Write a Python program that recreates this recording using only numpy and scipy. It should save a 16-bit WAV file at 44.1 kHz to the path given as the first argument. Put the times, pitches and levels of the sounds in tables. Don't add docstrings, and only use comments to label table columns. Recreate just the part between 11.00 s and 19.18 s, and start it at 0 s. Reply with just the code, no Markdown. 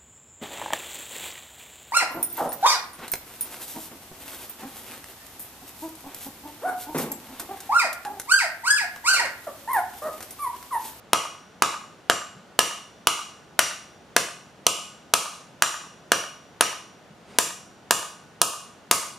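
import sys
import numpy as np
from scipy import signal
from scipy.fft import rfft, irfft
from scipy.io import wavfile
from scipy.ndimage import uniform_filter1d

SR = 44100
rng = np.random.default_rng(int(sys.argv[2]) if len(sys.argv) > 2 else 0)


def transcribe(signal):
    frames = np.atleast_2d(signal).T
    limited = np.clip(frames, -1, 1)
    pcm = np.round(limited * 32767).astype(np.int16)
    wavfile.write(sys.argv[1], SR, pcm)


N = 360738


def amp(db):
    return 10 ** (np.asarray(db) / 20)


def unit(x):
    return x / np.sqrt(np.mean(x ** 2) + 1e-20)


def read(points, hz, axis=1):
    columns = np.transpose(points)
    return np.interp(np.log(hz + 1), np.log(columns[0] + 1), columns[axis])


def add(mix, start_s, sound):
    start = max(round(start_s * SR), 0)
    part = mix[..., start:][..., :sound.shape[-1]]
    part += sound[..., :part.shape[-1]]


def noise(points):
    gain = amp(read(points, np.fft.rfftfreq(N, 1 / SR)))
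    return unit(irfft(rfft(rng.standard_normal(N)) * gain, N))


def colour(x, points, tilt_db_per_octave, size=1024):
    hz = abs(np.fft.fftfreq(size, 1 / SR))
    tilt_db = tilt_db_per_octave * np.log2(np.maximum(hz, 1500) / 6000)
    log_gain = np.log(amp(read(points, hz) + tilt_db))
    taps = np.fft.ifft(np.exp(np.conj(signal.hilbert(log_gain)))).real
    return signal.fftconvolve(x, taps)[:len(x)]


def modes(table, gains_db, phases, t):
    hz, level_db, t60_s = np.transpose(table)[:, :, None]
    decay = np.exp(-np.log(1000) * t / t60_s)
    sines = np.sin(2 * np.pi * hz * t + phases[:, None])
    return (amp(level_db + gains_db[:, None]) * decay * sines).sum(0)


def forge(mid_rms_db=-51.5):
    # hz, level_db (density per Hz)
    roar_spectrum = [(18, -44.5), (30, -16.5), (200, -3), (274, -7.5), (662, -8.5), (735, -9),
                     (1000, -13.5), (1090, -13.5), (1370, -14), (2430, -21.5), (2840, -20), (3880, -24.5),
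                     (5880, -29), (6700, -28.5), (15000, -45.5)]
    # hz, likeness (0 to 1)
    ear_likeness = [(60, 0.5), (180, 0.93), (550, 0.82), (1650, 0.68), (5000, .55), (15000, .4)]
    likeness = np.clip(read(ear_likeness, np.fft.rfftfreq(N, 1 / SR)), 0, 1)
    side_gain = np.sqrt((1 - likeness) / (1 + likeness))
    mid = noise(roar_spectrum)
    side = irfft(rfft(noise(roar_spectrum)) * side_gain, N)
    return amp(mid_rms_db) * np.array([mid + side, mid - side])


def knock(weight_db, hardness_db_per_octave, t, radiate_hz=290):
    # hz, level_db, t60_s
    pressed_modes = [(500, -12, 0.017), (698.6, -19.5, 0.079), (991, -8, 0.015), (1237, -12.5, 0.027),
                     (1448, -10.5, 0.0095), (1605, -12.5, 0.0097), (2901, -21.5, 0.025)]
    octaves = np.clip(np.log2(np.transpose(pressed_modes)[0] / 900), -1, 1)
    gains_db = weight_db + hardness_db_per_octave * octaves
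    shove = modes(pressed_modes, gains_db, np.zeros(len(pressed_modes)), t)
    radiation = signal.butter(2, radiate_hz, "high", fs=SR, output="sos")
    return signal.sosfilt(radiation, shove)


def brightness(start_s, crack_db):
    tipped_s, tipped_db_per_octave = 6.0, 3
    tilt_at_0_db, tilt_per_db = -1.21, 0.22
    return tilt_at_0_db + tilt_per_db * crack_db + tipped_db_per_octave * (start_s > tipped_s)


def crack(level_db, tilt_db_per_octave, t, contact_s=0.0017, after_db=-16, after_s=0.0062, fade_s=0.022):
    # hz, level_db
    crack_spectrum = [(150, -37.5), (500, -4.5), (1500, 4), (2200, -2), (3000, 1.5), (4800, -1),
                      (6500, -0.5), (9700, -2), (12000, -7.5), (15000, -14.5)]
    press = np.exp(-(t / contact_s) ** 2 / 2) + amp(after_db) * np.exp(-t / after_s)
    burst = rng.standard_normal(len(t)) * press
    for _ in range(2):
        flat = irfft(np.exp(1j * np.angle(rfft(burst))), len(t))
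        burst = flat * np.exp(-t / fade_s)
    burst *= np.linalg.norm(press) / np.linalg.norm(burst)
    return amp(level_db) * colour(burst, crack_spectrum, tilt_db_per_octave)


def zing(level_db, t, scatter_db=4.5):
    # hz, level_db, t60_s
    face_modes = [(3003, -17, 0.02), (5970, -8.5, 0.012), (9920, -7.5, .018)]
    gains_db = level_db + scatter_db * rng.standard_normal(len(face_modes))
    return modes(face_modes, gains_db, np.zeros(len(face_modes)), t)


def ring(weight_db, spot_db, t, scatter_db=0.5):
    # hz, level_db, t60_s
    free_modes = [(301, -45, .42), (339, -43, .42), (554, -44, .38), (640, -41, .38), (694, -42, .42),
                  (732, -42, .42), (1022, -42, .42), (1098, -37, .52), (1141, -38, .42), (1191, -37, .47),
                  (1230, -38, .52), (1275, -42, .42), (1475, -57, 2.5), (1507, -42, .4), (3520, -62, 1.6),
                  (6210, -48, .45), (11030, -49, .4), (11450, -49, .38), (2786, -43, .5), (2826, -37, .45),
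                  (2858, -36, .48), (2990, -43, .48), (11880, -60, .75), (5749, -41, .78), (5792, -39, .45),
                  (5813, -31, .38), (7052, -39, .48), (7495, -37, .46)]
    # hz, gain_db
    groups = [(1500, weight_db), (2800, spot_db[0]), (5800, spot_db[1]), (7100, spot_db[2]), (11000, 0)]
    gains_db = read(groups, np.transpose(free_modes)[0])
    gains_db = gains_db + scatter_db * rng.standard_normal(len(free_modes))
    phases = rng.uniform(0, 2 * np.pi, len(free_modes))
    return modes(free_modes, gains_db, phases, t)


def echoes(x, low_hz=900, high_hz=1700):
    # delay_s, level_db, balance_db (left over right)
    reflections = [(.0062, -25, 4.5), (0.0123, -15, -7), (.0147, -14.5, 5), (.0385, -32, 13.5),
                   (0.085, -49, 0), (0.12, -24.5, 1)]
    band = signal.butter(1, [low_hz, high_hz], "band", fs=SR, output="sos")
    middle = signal.sosfilt(band, x)
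    out = np.zeros((2, N))
    for delay_s, level_db, balance_db in reflections:
        ears_db = [[level_db + balance_db / 2], [level_db - balance_db / 2]]
        add(out, delay_s, amp(ears_db) * middle)
    return out


def workshop(x, walls, side_db=-8.0, build_s=0.0034, steady_hz=3800, size=256):
    # hz, level_db, t60_s
    room_bands = [(102.4, 6, 0.4), (308, -16, 0.14), (480, -3.5, 0.31), (900, -16.5, 0.62),
                  (1209, -2, 0.49), (1480, -15.5, 0.51), (2170, -6, 0.51), (2660, -3.5, .52),
                  (3470, -9, 0.5), (6450, -5.5, 0.49), (10300, -7, 0.43), (15000, -12.5, 0.32)]
    moving = rng.choice([-1., 1.], walls.shape)
    hz, t, spectra = signal.stft(np.array([walls, moving]), SR, nperseg=size)
    same = np.exp(-(hz[:, None] / steady_hz) ** 2 / 2)
    mixed = same * spectra[0] + np.sqrt(1 - same ** 2) * spectra[1]
    rate = np.log(1000) / read(room_bands, hz, axis=2)[:, None]
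    shape = amp(read(room_bands, hz))[:, None] * np.exp(-rate * t) * np.sqrt(2 * rate / SR)
    tails = signal.istft(mixed * shape, SR, nperseg=size)[1][:, :SR]
    tails = tails * (1 - np.exp(-(np.arange(SR) / SR / build_s) ** 2))
    mid, side = signal.fftconvolve(x[None], tails, axes=1)
    return np.array([mid + amp(side_db) * side, mid - amp(side_db) * side])


def bumps(trim_db=-9, rise_s=0.026, low_hz=120, high_hz=260):
    # start_s, level_db (swell peak before trim_db)
    stance_shifts = [(1.327, -42), (4.48, -40), (6.08, -47)]
    swell, t = np.zeros(N), np.arange(SR // 4) / SR
    for start_s, level_db in stance_shifts:
        add(swell, start_s, amp(level_db + trim_db) * t / rise_s * np.exp(1 - t / rise_s))
    dull = signal.butter(2, [low_hz, high_hz], "band", fs=SR, output="sos")
    rumble = unit(signal.sosfilt(dull, rng.standard_normal(N)))
    return signal.sosfilt(dull, swell * rumble)


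def rustle(full_s=6.305, level_db=-48, hold_s=0.065, rise_db_per_s=279, fall_db_per_s=593.5):
    # hz, level_db
    cloth_spectrum = [(100, 2), (400, 5), (1300, -4.5), (3000, -7.5), (5000, -13.5), (9000, -18),
                      (15000, -40.5)]
    t = np.arange(N) / SR - full_s
    down_db = rise_db_per_s * np.maximum(-t, 0) + fall_db_per_s * np.maximum(t - hold_s, 0)
    return amp(level_db - down_db) * noise(cloth_spectrum)


def scene(ring_room_db=-7.0, crack_side_db=-16):
    # start_s, weight_db, hardness_db_per_octave, crack_db, ring_2900_hz_db, ring_5800_hz_db, ring_7300_hz_db
    blows = [(0.1323, 2, 8, -2, -1, 0, -9), (0.6219, 1, 11, -3, 1, -4.5, 2),
             (1.0981, 2, 0.5, -5.5, -3.5, -2.5, 5), (1.5906, 1.5, 10.5, 2.5, 9, 5.5, -14),
             (2.0711, -1, 9.5, 1, 3.5, 1, 1), (2.5914, -1, 11.5, 1.5, 5, 4, -0.5),
             (3.1645, 1, 3.5, -1, -6.5, -2, -11), (3.6666, 1, 9, 2.5, 2.5, 0, 9),
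             (4.1375, 3, 3.5, 5.5, 2.5, 0, -5), (4.6225, 0, 11, 2.6, 5.5, 4.5, 13),
             (5.1187, 2, 5, -2, 0, 5, -15), (5.609, -0.5, 0, -0.6, -1, 4, -14.5),
             (6.3863, -1, 4.5, 0.5, -7, 0.5, 9.5), (6.9088, 2, 7, 1.5, -4, -3.5, 7.5),
             (7.4159, 2.5, 5.5, 3.5, 3, -5, 7), (7.9119, 3.9, 7, 4.5, -14.5, -1, 2)]
    hits, rings, zings, side = np.zeros((4, N))
    room = np.zeros((2, N))
    walls = rng.choice([-1., 1.], (2, SR))
    short, long = np.arange(SR // 10) / SR, np.arange(SR * 3 // 2) / SR
    for start_s, weight_db, hardness_db_per_octave, crack_db, *spot_db in blows:
        tilt = brightness(start_s, crack_db)
        hit = knock(weight_db, hardness_db_per_octave, short) + crack(crack_db, tilt, short)
        ringing = ring(weight_db, spot_db, long)
        add(hits, start_s, hit)
        add(rings, start_s, ringing)
        add(zings, start_s, zing(crack_db, short))
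        add(side, start_s, crack(crack_db + crack_side_db, tilt, short))
        radiated = np.pad(hit, (0, len(long) - len(short))) + amp(ring_room_db) * ringing
        add(room, start_s, workshop(radiated, walls))
    near = hits + zings + rings + rustle() + bumps() + np.array([side, -side])
    return near + echoes(hits) + room + forge()


def limit(x, threshold_db=-3.5, recovery_db_per_s=27, size=100):
    power = uniform_filter1d((x ** 2).mean(0), size)
    power_db = 10 * np.log10(abs(power) + 1e-12)
    fall_db = np.arange(N) / SR * recovery_db_per_s
    held_db = np.maximum.accumulate(power_db + fall_db) - fall_db
    over_db = np.maximum(held_db - threshold_db, 0)
    return x / amp(uniform_filter1d(over_db, size))


def record(dry, notch_hz=7850, notch_width_hz=170, ceiling=0.7, low_cut_hz=70, edge_hz=15600):
    notch = signal.iirnotch(notch_hz, notch_hz / notch_width_hz, SR)
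    heard = signal.lfilter(*notch, dry)
    clipped = np.clip(limit(heard), -ceiling, ceiling)
    low_cut = signal.butter(2, low_cut_hz, "high", fs=SR, output="sos")
    lean = signal.sosfilt(low_cut, clipped)
    band_limit = signal.firwin(255, edge_hz, window=("kaiser", 8), fs=SR)
    return signal.oaconvolve(lean, band_limit[None], "same")


dry = scene()
out = record(dry)
transcribe(out)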